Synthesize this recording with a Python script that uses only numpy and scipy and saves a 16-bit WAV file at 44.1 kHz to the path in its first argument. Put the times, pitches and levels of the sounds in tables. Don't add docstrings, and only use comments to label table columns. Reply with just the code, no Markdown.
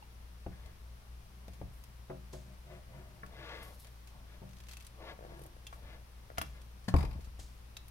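import sys
import numpy as np
from scipy import signal
from scipy.fft import rfft, irfft
from scipy.io import wavfile
from scipy.ndimage import uniform_filter1d

SR = 44100
rng = np.random.default_rng(int(sys.argv[2]) if len(sys.argv) > 2 else 0)


def unload_audio(sound):
    columns = np.transpose(np.atleast_2d(sound))
    steps = np.round(np.clip(columns, -1, 1) * 32767)
    wavfile.write(sys.argv[1], SR, steps.astype(np.int16))


def linear_from_db(decibels):
    return 10 ** (np.asarray(decibels, float) / 20)


N = 348654

# start in seconds, steel peak level in dB, crack in dB above it,
# knock through the handle in dB above it, shake in seconds.
SNIPS = [
    (5.6665, -43, -10, -20, .003),
    (6.2995, -70, 5, 17, .002),
    (6.3735, -59, 20, 13, 0.0018),
    (6.3804, -36, 10.5, 3.5, .003),
    (6.413, -35, 9, -10, .002),
    (7.767, -45.5, -8, -20, .002),
]
# frequency in Hz, level in dB, t60 in seconds.
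HANDLE = [(673, -1, 0.028), (1280, -5, 0.041), (1400, -7.5, .08), (2073, -9, 0.027)]
# frequency in Hz, level in dB, t60 in seconds.
STEEL = [(2678, 1, 0.023), (3256, -4, .035), (3700, -3, 0.029), (4480, -1.5, 0.033), (5330, -6, .025),
         (6100, 0, 0.025), (6900, -7, .03), (8330, -11, 0.016), (9670, -8, .025), (10270, -4, .025),
         (11200, -9, .025), (12880, -9, .02), (13940, -10, .02)]
# start in seconds, peak level in dB, frequency in Hz, t60 in seconds.
PINGS = [
    (5.667, -41.5, 3500, 0.016),
    (7.7665, -35.5, 3800, 0.01),
    (4.866, -46.5, 9800, .015),
]
# start in seconds, body peak level in dB, body frequency in Hz,
# bright band in dB above the body.
TICKS = [(0.658, -55, 2310, -23), (1.479, -50.5, 2390, -7), (1.836, -51.5, 5370, 9),
         (3.261, -52.5, 2550, -13), (3.628, -56.5, 2320, 15), (3.844, -51.5, 3070, -13),
         (3.868, -51.5, 2540, -23), (5.6658, -43, 3500, -8), (6.373, -53, 3400, -24),
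         (6.381, -32.5, 2770, -2), (6.4138, -35.5, 2740, 7), (6.4614, -57, 4680, -5),
         (6.6147, -53.5, 3160, 2), (6.939, -43, 2370, -21), (7.7666, -41, 3900, -14), (7.88, -56, 5560, 13)]
# as for the ticks, in seconds, dB, Hz and dB.
CLINKS = [(1.5318, -56, 2380, -1), (2.33, -51, 6100, -5), (4.071, -53, 2550, -6), (4.6837, -48, 2550, -11),
          (4.71, -48, 4340, -9), (5.7255, -55, 2200, -20), (6.84, -59, 4580, -23), (6.882, -47, 4200, -8),
          (7.206, -57, 2280, 0), (7.2432, -55.5, 4470, -9), (7.395, -51, 3940, -4)]
# start in seconds, body peak level in dB, body frequency in Hz.
BITES = [(4.489, -57, 5330), (4.508, -59, 6500), (4.5306, -54.5, 2620), (4.566, -54, 5920),
         (4.583, -55, 4800), (4.601, -51, 2600), (4.635, -55, 4460), (4.666, -54, 2820), (4.69, -49, 2600),
         (4.722, -57, 2500), (4.732, -44, 2310), (4.7674, -44, 2580), (4.799, -52, 2700),
         (4.805, -49.5, 4330), (4.822, -52, 4700), (4.846, -50.5, 6190), (4.865, -47, 2600)]
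# start in seconds, body peak level in dB.
FLICKS = [
    (5.3694, -66),
    (5.3902, -59.5),
    (5.4157, -56.5),
    (5.4346, -56),
    (5.4605, -56.5),
]
# frequency in Hz, level in dB, t60 in seconds.
SQUEAK = [(860, 4, 0.033), (2740, -8.5, 0.052), (4280, -14, .06)]
# frequency in Hz, width in Hz, level in dB.
SCUFF = [(194, 51, 13), (598, 100, 5), (1421, 120, 2), (1680, 120, 2), (3000, 600, -0.5), (4150, 270, -5),
         (6000, 500, -14), (9150, 3800, -8)]
# start in seconds, board peak level in dB, then cabinet, panel and edge
# in dB above the board.
KNOCKS = [(0.462, -39.5, -5, -8.5, -22), (0.658, -60, 6.5, -21, -9), (1.48, -54, 0, 0, -12),
          (1.613, -43, -2.5, -4, -22), (3.231, -50.5, -13, -5, 2), (5.725, -55, -7, -19, 3),
          (5.831, -69, 17, -16, -11), (6.382, -46, 0.5, -7, 2), (6.413, -42, -12, -11, -6),
          (6.881, -43.5, -13, 5, -0.5), (6.9387, -23.5, 1, -7, -17), (7.157, -60.5, 18.5, -10, -22),
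          (7.271, -66, 15, -18, -3), (7.39, -55.5, 4, -14, -6)]
# frequency in Hz, level in dB, t60 in seconds.
CABINET = [(39.84, -7.5, 1), (71.8, 5.5, 0.26), (46.6, -1.5, 0.45)]
PANEL = [(112.7, 1.5, 0.3), (140.8, -9.5, 0.71), (182, 0, 0.31), (234.5, -9.5, 0.21)]
BOARD = [(278, -1.5, 0.16), (328, 3, 0.097), (426, -9, 0.19), (580, -6, 0.023), (692, 7.5, 0.047),
         (765, 4.5, 0.056), (820, -2.5, 0.06), (1030, -42, 0.016)]
EDGE = [(1120, 26, 0.077), (1354, 25.5, 0.068), (1690, 13, 0.06), (2100, -16, 0.03), (2320, 5, 0.16),
        (2700, -36, 0.021)]
# frequency in Hz, level in dB, t60 in seconds.
HEAVY_BOARD = [(223, -8, 0.071), (286, -1, 0.073), (350, -3, 0.076), (454, -10.5, 0.11), (529, -6.5, 0.07),
               (667, 0.5, 0.051), (803, -1, 0.053), (885, 0.5, 0.05), (1067, 0, 0.04), (1180, -13, 0.04),
               (1420, -12, 0.04)]
HEAVY_PANEL = [(114.9, 3, 0.29), (139.4, -6.5, 0.6), (180.7, -4, 0.29)]
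# start in seconds, peak level in dB, low modes in dB above it.
BUMPS = [
    (2.096, -37, -2),
    (2.33, -42.5, 0.5),
    (4.416, -50, 8.5),
]
# frequency in Hz, level in dB, t60 in seconds.
HOLLOW_LOW = [(115.5, -5, 0.5), (138.7, 2.5, 0.39), (190.3, -3, 0.77)]
HOLLOW = [(269, -6.5, 0.37), (360.2, 5, 0.28), (526, 3, 0.19), (608, 4, 0.21), (666, -1.5, 0.25),
          (790, -10.5, 0.41), (942, -5.5, 0.2), (1210, -38, 0.19), (1450, -16, 0.08), (1740, -14, .09),
          (1980, -11, 0.056)]
# start in seconds, peak level in dB.
CHATTER = [
    (6.959, -41),
    (6.982, -45),
    (7.003, -45.5),
    (7.024, -46),
    (7.046, -48),
    (7.107, -56),
    (7.127, -57.5),
]
# frequency in Hz, width in Hz, level in dB.
LOOSE = [(890, 390, 15.5), (2280, 570, 6.5), (3880, 500, 0.5), (4950, 510, 3), (9000, 7500, -10)]
# middle in seconds, length in seconds, board level in dB,
# then edge and panel in dB above it.
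STROKES = [(0.663, 0.24, -64.5, 0.5, -17), (2.496, 0.17, -70, -10, 7.5), (2.735, 0.2, -55, -13, -2),
           (2.982, 0.29, -58.5, -12, 3.5), (3.18, 0.31, -67, -19, 0.5), (3.519, 0.59, -50, 3, -13.5),
           (3.862, 0.1, -64, 0.5, -15), (4.324, 0.21, -66, 2.5, -6), (4.16, .25, -68.5, -8, 6.5),
           (5.059, .24, -49.5, -3.5, -16), (5.098, .1, -60.5, 9, -15), (5.333, 0.44, -59.5, -3, 1),
           (5.766, 0.078, -65, -5, -12), (5.902, 0.28, -59, 2, -5), (6.573, 0.18, -66.5, 3.5, -4),
           (7.105, 0.25, -75, -7, 19)]
# start in seconds, t60 in seconds, board level in dB,
# then edge and panel in dB above it.
SETTLES = [
    (0.52, 0.47, -68, 4.5, 10.5),
    (6.44, 0.24, -71, -4, 16),
    (6.99, 0.56, -47, -4, 4),
]
# frequency in Hz, width in Hz, level in dB.
RUB_PEAKS = [(335, 12, -5.5), (472, 65, -2), (580, 48, 1), (675, 170, 4), (898, 84, 2), (1119, 45, 5.5),
             (1407, 63, 0), (1663, 82, 1), (2030, 43, -2.5), (2310, 50, -15), (2760, 40, -18),
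             (3150, 64, -7), (3440, 88, -9), (4090, 60, -24)]
# start in seconds, t60 in seconds, body level in dB,
# bright band in dB above it.
SLIDES = [(1.735, 0.64, -77, 7), (2.33, 0.48, -58.5, -22), (3.56, 2.6, -73, -3), (3.626, 0.9, -67, 2.5),
          (3.8, 0.17, -61.5, 4.5), (4.688, 0.44, -73, 1), (4.87, 0.038, -81, 20), (5.744, 0.27, -71, 2),
          (6.43, 0.55, -65, -5), (6.9, .08, -66, 2), (6.968, 0.27, -57.5, -3), (7.397, 0.53, -58.5, -17)]
# start in seconds, peak level in dB, frequency in Hz.
CREAK = [(5.189, -35.5, 580), (5.207, -38, 487), (5.224, -36.5, 563), (5.238, -39, 575), (5.248, -36, 580),
         (5.264, -38, 540), (5.293, -55, 553), (5.306, -41, 555), (5.319, -38, 514), (5.328, -47, 479),
         (5.392, -38.5, 581), (5.414, -37, 443), (5.455, -40, 608), (5.564, -42, 550), (5.646, -50, 530),
         (6.3005, -35.5, 624), (6.315, -41, 524), (7.038, -27, 410), (7.19, -40.5, 430)]
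# time in seconds, level in dB.
HUM = [(0.0, -54), (0.68, -50), (0.88, -48.5), (1.4, -50.5), (1.82, -52.5), (2.24, -51), (2.9, -54.5),
       (3.02, -53), (3.3, -54), (4.55, -54), (4.8, -50.5), (4.9, -56), (6.2, -52), (6.51, -48),
       (6.6, -51.5), (6.91, -55), (7.02, -41.5), (7.55, -53.5)]
# time in seconds, depth in dB.
HUM_DIPS = [(0.0, 13), (0.75, 17), (1.01, 16), (1.27, 26), (1.47, 2), (1.69, 3), (1.89, 7), (2.11, 15),
            (2.62, 1), (3.14, 12), (4.21, 2), (5.52, 4), (6.09, 5), (6.29, 14), (6.41, 12), (6.71, -1),
            (6.95, 18), (7.22, 4)]
# frequency in Hz, density in dB per Hz.
AIR = [(20, -14), (32, -9), (60, -13.5), (88, -14.5), (127, -19.5), (150, -23.5), (187, -20), (262, -29.5),
       (1120, -30), (1370, -33), (5800, -40), (7400, -46.5), (10500, -42), (15600, -46.5)]

TICK_T60_S, CLINK_T60_S, BITE_T60_S = 0.043, 0.12, 0.046
TICK_STEEL_DB, CLINK_STEEL_DB, BITE_STEEL_DB = -6, -4.5, -5.5
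COPPER_S = 4.75
INSULATION_BRIGHT_DB, COPPER_BRIGHT_DB = -19, -1
FLICK_HZ, FLICK_BRIGHT_DB = 2900, 12.5
CRACK_S, SOFT_RISE_S, SLIP_ATTACK_S = .00012, 0.0005, 0.012
SCUFF_S, SCUFF_SWELL_S, SCUFF_FADE_S, SCUFF_DB = 6.8755, 0.0087, .009, -43
SQUEAK_S, SQUEAK_DB = .0225, -49
HEAVY_FROM_DB, THUD_DB, HEAVY_THUD_DB, KNUCKLE_DB = -30, 19, 15.5, -3.5
THUD_DROP_PER_DB = .012
BOARD_LAW, EDGE_LAW, PANEL_LAW = 1.6, 2.65, 1.04
DRONE_S, DRONE_LENGTH_S, DRONE_HZ, DRONE_WIDTH_HZ, DRONE_DB = 5.37, .36, 335, 28, -59
HUM_HZ, HUM_OCTAVE_DB, DIP_S = 59.23, -66.5, 0.074
AIR_DB = -57
HANDS_PAN_DB, COUNTER_PAN_DB = 1.5, 2.5
PORT_LAG_S, NEAR_LAG_S = 0.00037, -.00012
ROOM_T60_S, ROOM_DB = 0.3, -12
TOP_HZ = 15800


def level(x, db):
    return x * linear_from_db(db) / np.sqrt(np.mean(x ** 2))


def band(x, lo_hz, hi_hz, order=2):
    return signal.sosfilt(signal.butter(order, [lo_hz, min(hi_hz, .48 * SR)], "band", fs=SR, output="sos"), x)


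def seconds(length_s):
    return np.arange(int(length_s * SR)) / SR


def decay(t, t60):
    return np.exp(-np.log(1000) * t / t60)


def walk(rate):
    k = int(SR / rate)
    held = np.repeat(rng.standard_normal(N // k + 1), k)
    return 1.69 * uniform_filter1d(uniform_filter1d(held, k), k)[:N]


def sides(pan_db):
    return linear_from_db([[pan_db / 2], [-pan_db / 2]])


def ports(x, pan_db, lag_s):
    at, half = np.arange(len(x)), lag_s * SR / 2
    return np.array([np.interp(at - half, at, x), np.interp(at + half, at, x)]) * sides(pan_db)


def add(out, x, s):
    i = int((s + .0015) * SR)
    out[:, i:i + x.shape[1]] += x[:, :N - i]


def ring(modes, push_s, spread=0.99):
    hz, db, t60 = np.transpose(modes)[:, :, None]
    t = seconds(t60.max())
    spot_level, spot_pitch, spot_phase = rng.standard_normal((3, len(modes), 1))
    size = linear_from_db(db + 1.5 * spot_level) * decay(t, t60) * np.minimum(t / push_s, 1)
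    turn = spread * (np.pi * hz * PORT_LAG_S + np.minimum(hz / 1500, 1) * .4 * spot_phase)
    phase = 2 * np.pi * hz * (1 + 0.0071 * spot_pitch) * t + 1.0
    x = -np.array([(size * np.sin(phase - turn)).sum(0), (size * np.sin(phase + turn)).sum(0)])
    return x / np.abs(x.mean(0)).max()


def resonate(x, peaks):
    parts = [linear_from_db(db) * band(x, hz - w / 2, hz + w / 2, order=1) / np.sqrt(w) for hz, w, db in peaks]
    return level(sum(parts), 0)


def steel(shake_s):
    t = seconds(.03)
    shake = rng.standard_normal(len(t)) ** 3 * np.exp(-t / shake_s)
    x = signal.fftconvolve(ring(STEEL, .0001), shake[None], axes=1)
    return x / np.abs(x.mean(0)).max()


def snips():
    out, t, pan = np.zeros((2, N)), seconds(.06), sides(HANDS_PAN_DB)
    for s, db, crack_db, knock_db, shake_s in SNIPS:
        u = t[:200] / CRACK_S - 2
        add(out, pan * linear_from_db(db + crack_db) * (.4 - 2 * u) * np.exp(-u ** 2), s)
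        add(out, pan * linear_from_db(db) * steel(shake_s), s)
        add(out, pan * linear_from_db(db + knock_db) * ring(HANDLE, 0.00028), s)
    for s, db, hz, t60 in PINGS:
        add(out, pan * linear_from_db(db - 60 * t / t60) * np.sin(2 * np.pi * hz * t), s)
    return out


def ticks():
    out, t = np.zeros((2, N)), seconds(.15)
    rise = np.minimum(t / SOFT_RISE_S, 1)
    rows = [(*r, TICK_T60_S, TICK_STEEL_DB) for r in TICKS]
    rows += [(*r, CLINK_T60_S, CLINK_STEEL_DB) for r in CLINKS]
    for s, db, hz in BITES:
        bright_db = COPPER_BRIGHT_DB if s > COPPER_S else INSULATION_BRIGHT_DB
        rows.append((s, db, hz, bright_db, BITE_T60_S, BITE_STEEL_DB))
    rows += [(*r, FLICK_HZ, FLICK_BRIGHT_DB, BITE_T60_S, BITE_STEEL_DB) for r in FLICKS]
    for s, db, body_hz, bright_db, t60, steel_db in rows:
        rattle = rng.standard_normal((2, 2, len(t))) * decay(t, t60) * rise
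        wide = band(rattle[0], 840, 7000, order=1)
        x = linear_from_db(6.0) * wide + linear_from_db(10.5) * band(wide, body_hz, body_hz * 1.03, order=1)
        x += linear_from_db(bright_db - 0.5) * band(rattle[1], 8400, 14000)
        add(out, steel(0.0018) * linear_from_db(db + steel_db), s)
        add(out, x * linear_from_db(db - 5.0) * sides(HANDS_PAN_DB), s)
    return out


def squeak_and_scuff():
    out, t = np.zeros((2, N)), seconds(.06)
    fade = np.exp(-(t - SCUFF_SWELL_S).clip(0) / SCUFF_FADE_S)
    swell = np.minimum(t / SCUFF_SWELL_S, 1) ** 2 * fade
    scuff = resonate(rng.standard_normal(len(t)) * swell, SCUFF)
    add(out, ports(scuff * linear_from_db(SCUFF_DB), 6.0, NEAR_LAG_S), SCUFF_S)
    add(out, linear_from_db(SQUEAK_DB) * ring(SQUEAK, .003), SQUEAK_S)
    return out


def knocks():
    out, t = np.zeros((2, N)), seconds(.1)
    for s, db, cabinet_db, panel_db, edge_db in KNOCKS:
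        heavy = db > HEAVY_FROM_DB
        gain = linear_from_db(db) * sides(COUNTER_PAN_DB)
        add(out, gain * linear_from_db(cabinet_db + 9.5) * ring(CABINET, 0.002), s)
        add(out, gain * linear_from_db(panel_db + 11.5) * ring(HEAVY_PANEL if heavy else PANEL, 0.00075), s)
        add(out, gain * linear_from_db(2.0) * ring(HEAVY_BOARD if heavy else BOARD, 0.0012, spread=.8), s)
        add(out, gain * linear_from_db(edge_db - 1.0) * ring(EDGE, 0.0016), s)
        push = rng.standard_normal((2, len(t))) * np.exp(-t / .006)
        push[:, 1] -= 3.
        deep = np.exp(-THUD_DROP_PER_DB * (db + 48.5))
        thud = linear_from_db(HEAVY_THUD_DB if heavy else THUD_DB) * band(push[0], 270 * deep, 700 * deep)
        thud += linear_from_db(edge_db + 14.5) * band(push[1], 1550, 2160)
        knuckle = rng.standard_normal(len(t)) * np.exp(-t / 0.0027)
        thud += linear_from_db(KNUCKLE_DB) * band(knuckle, 1200, 3060)
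        add(out, gain * ports(thud, 0, NEAR_LAG_S), s)
    return out


def bumps():
    out, t = np.zeros((2, N)), seconds(.1)
    for s, db, low_db in BUMPS:
        add(out, linear_from_db(db) * ring(HOLLOW, 0.0045) * sides(2.6), s)
        add(out, linear_from_db(db + low_db) * ring(HOLLOW_LOW, 0.0007) * sides(2.6), s)
        scuff = band(rng.standard_normal(len(t)) * t / 0.0025 * np.exp(1 - t / 0.0078), 270, 1070)
        add(out, ports(scuff * linear_from_db(db - 6.5), 1.8, NEAR_LAG_S), s)
    return out


def chatter():
    out, t = np.zeros((2, N)), seconds(.08)
    for s, db in CHATTER:
        shake = rng.standard_normal((2, len(t))) * t / 0.0028 * np.exp(1 - t / 0.0039)
        x = sum(linear_from_db(peak_db) * band(shake, hz - w / 2, hz + w / 2) for hz, w, peak_db in LOOSE)
        add(out, x * linear_from_db(db) * sides(6), s)
    return out


def grit(rate, spread_db):
    slips = (rng.random(N) < rate / SR) * rng.standard_normal(N) * linear_from_db(spread_db * rng.exponential(size=N))
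    return level(slips, -9.5) + level(rng.standard_normal(N), -8.5)


def stroke(s, length_s):
    return np.cos(np.pi * np.clip((np.arange(N) / SR - s) / length_s, -.5, .5)).clip(0)


def slip(s, t60):
    t = np.arange(N) / SR - s
    return np.clip(1 + t / SLIP_ATTACK_S, 0, 1) ** 2 * decay(t.clip(0), t60)


def rub():
    drag = grit(2500, 1.5) * linear_from_db(.8 * walk(45))
    rung = resonate(drag, RUB_PEAKS) + level(band(drag, 360, 2400, order=1), -18.0)
    housing = resonate(drag, [(hz, 3.8 / t60, db) for hz, db, t60 in HOLLOW])
    board, edge, panel = np.zeros((3, N))
    for s, t60, db, edge_db, panel_db in SETTLES:
        fade = linear_from_db(db) * slip(s, t60)
        board += fade
        edge += linear_from_db(edge_db) * fade
        panel += linear_from_db(panel_db) * fade
    for s, length_s, db, edge_db, panel_db in STROKES:
        speed = stroke(s, length_s)
        board += linear_from_db(db) * speed ** BOARD_LAW
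        edge += linear_from_db(db + edge_db) * speed ** EDGE_LAW
        panel += linear_from_db(db + panel_db) * speed ** PANEL_LAW
    pushed = np.abs(np.arange(N) / SR - 2.83) < .4
    surface = board * np.where(pushed, housing, level(band(rung, 300, 1150), 0))
    surface += edge * level(band(rung, 900, 4500), 0)
    drone = panel * resonate(drag, [(hz, 9, db) for hz, db, _ in HOLLOW_LOW])
    cable = resonate(drag, [(DRONE_HZ, DRONE_WIDTH_HZ, 0)])
    drone += linear_from_db(DRONE_DB) * stroke(DRONE_S, DRONE_LENGTH_S) * cable
    return ports(surface, 5.5, NEAR_LAG_S) + ports(drone, 0.91, -PORT_LAG_S)


def slides():
    slide = grit(3000, 2.0) * linear_from_db(1.2 * walk(60))
    body, bright = np.zeros((2, N))
    for s, t60, db, bright_db in SLIDES:
        fade = linear_from_db(db) * slip(s, t60)
        body += fade
        bright += linear_from_db(bright_db) * fade
    hiss = body * level(band(slide, 3360, 8800), 0) + bright * level(band(slide, 7500, 13100), 0)
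    return ports(hiss, 1.0, 0)


def creak():
    out, t = np.zeros((2, N)), seconds(.04)
    for s, db, hz in CREAK:
        fade = t / 0.0018 * np.exp(1 - t / 0.001)
        x = fade * (np.sin(2 * np.pi * hz * t) + linear_from_db(-13.0) * np.sin(2 * np.pi * 2.81 * hz * t))
        add(out, ports(x * linear_from_db(db), 4.2, -0.00042), s)
    return out


def room(near):
    t = seconds(.5)
    tail = band(rng.standard_normal((2, len(t))), 173, 6400, order=1) * decay(t, ROOM_T60_S) * (t > .004)
    tail /= np.sqrt((tail ** 2).sum(1))[:, None]
    return linear_from_db(ROOM_DB) * signal.fftconvolve(near.mean(0)[None], tail, axes=1)[:, :N]


def hum():
    t = np.arange(N) / SR
    phase = 2 * np.pi * np.cumsum(HUM_HZ * (1 + 0.01 * walk(5))) / SR
    dips_db = sum(db * np.clip(1 - np.abs(t - s) / DIP_S, 0, 1) for s, db in HUM_DIPS)
    swell_db = np.interp(t, *np.transpose(HUM)) - dips_db
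    octave = linear_from_db(HUM_OCTAVE_DB + 0.39 * walk(7.2)) * np.sin(2 * phase)
    return np.sqrt(2) * ports(np.sin(phase) * linear_from_db(swell_db) + octave, 2.2, -PORT_LAG_S)


def air():
    hz = np.maximum(np.arange(N // 2 + 1) * SR / N, 1)
    colour_hz, colour_db = np.transpose(AIR)
    colour = linear_from_db(np.interp(np.log(hz), np.log(colour_hz), colour_db))
    alike = np.clip(1.05 - hz / 700, .1, .98)
    mid, side = rfft(rng.standard_normal((2, N))) * colour
    mid, side = mid * np.sqrt(1 + alike), side * np.sqrt(1 - alike)
    left, right = irfft(np.array([mid + side, mid - side]), N)
    both = np.array([np.roll(left, -int(PORT_LAG_S * SR)), right])
    return level(both, AIR_DB) * sides(2.4)


def scene():
    near = snips() + ticks() + squeak_and_scuff()
    near += knocks() + bumps() + chatter() + rub() + slides() + creak()
    return near + room(near) + hum() + air()


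def band_limit(x):
    return signal.sosfilt(signal.butter(12, 16650, fs=SR, output="sos"), x)


def record(dry):
    top = signal.ellip(8, .2, 40, TOP_HZ, fs=SR, output="sos")
    mix = signal.sosfilt(top, np.tanh(2.2 * dry) / 2.152)
    return band_limit(mix)


dry = scene()
out = record(dry)
unload_audio(out)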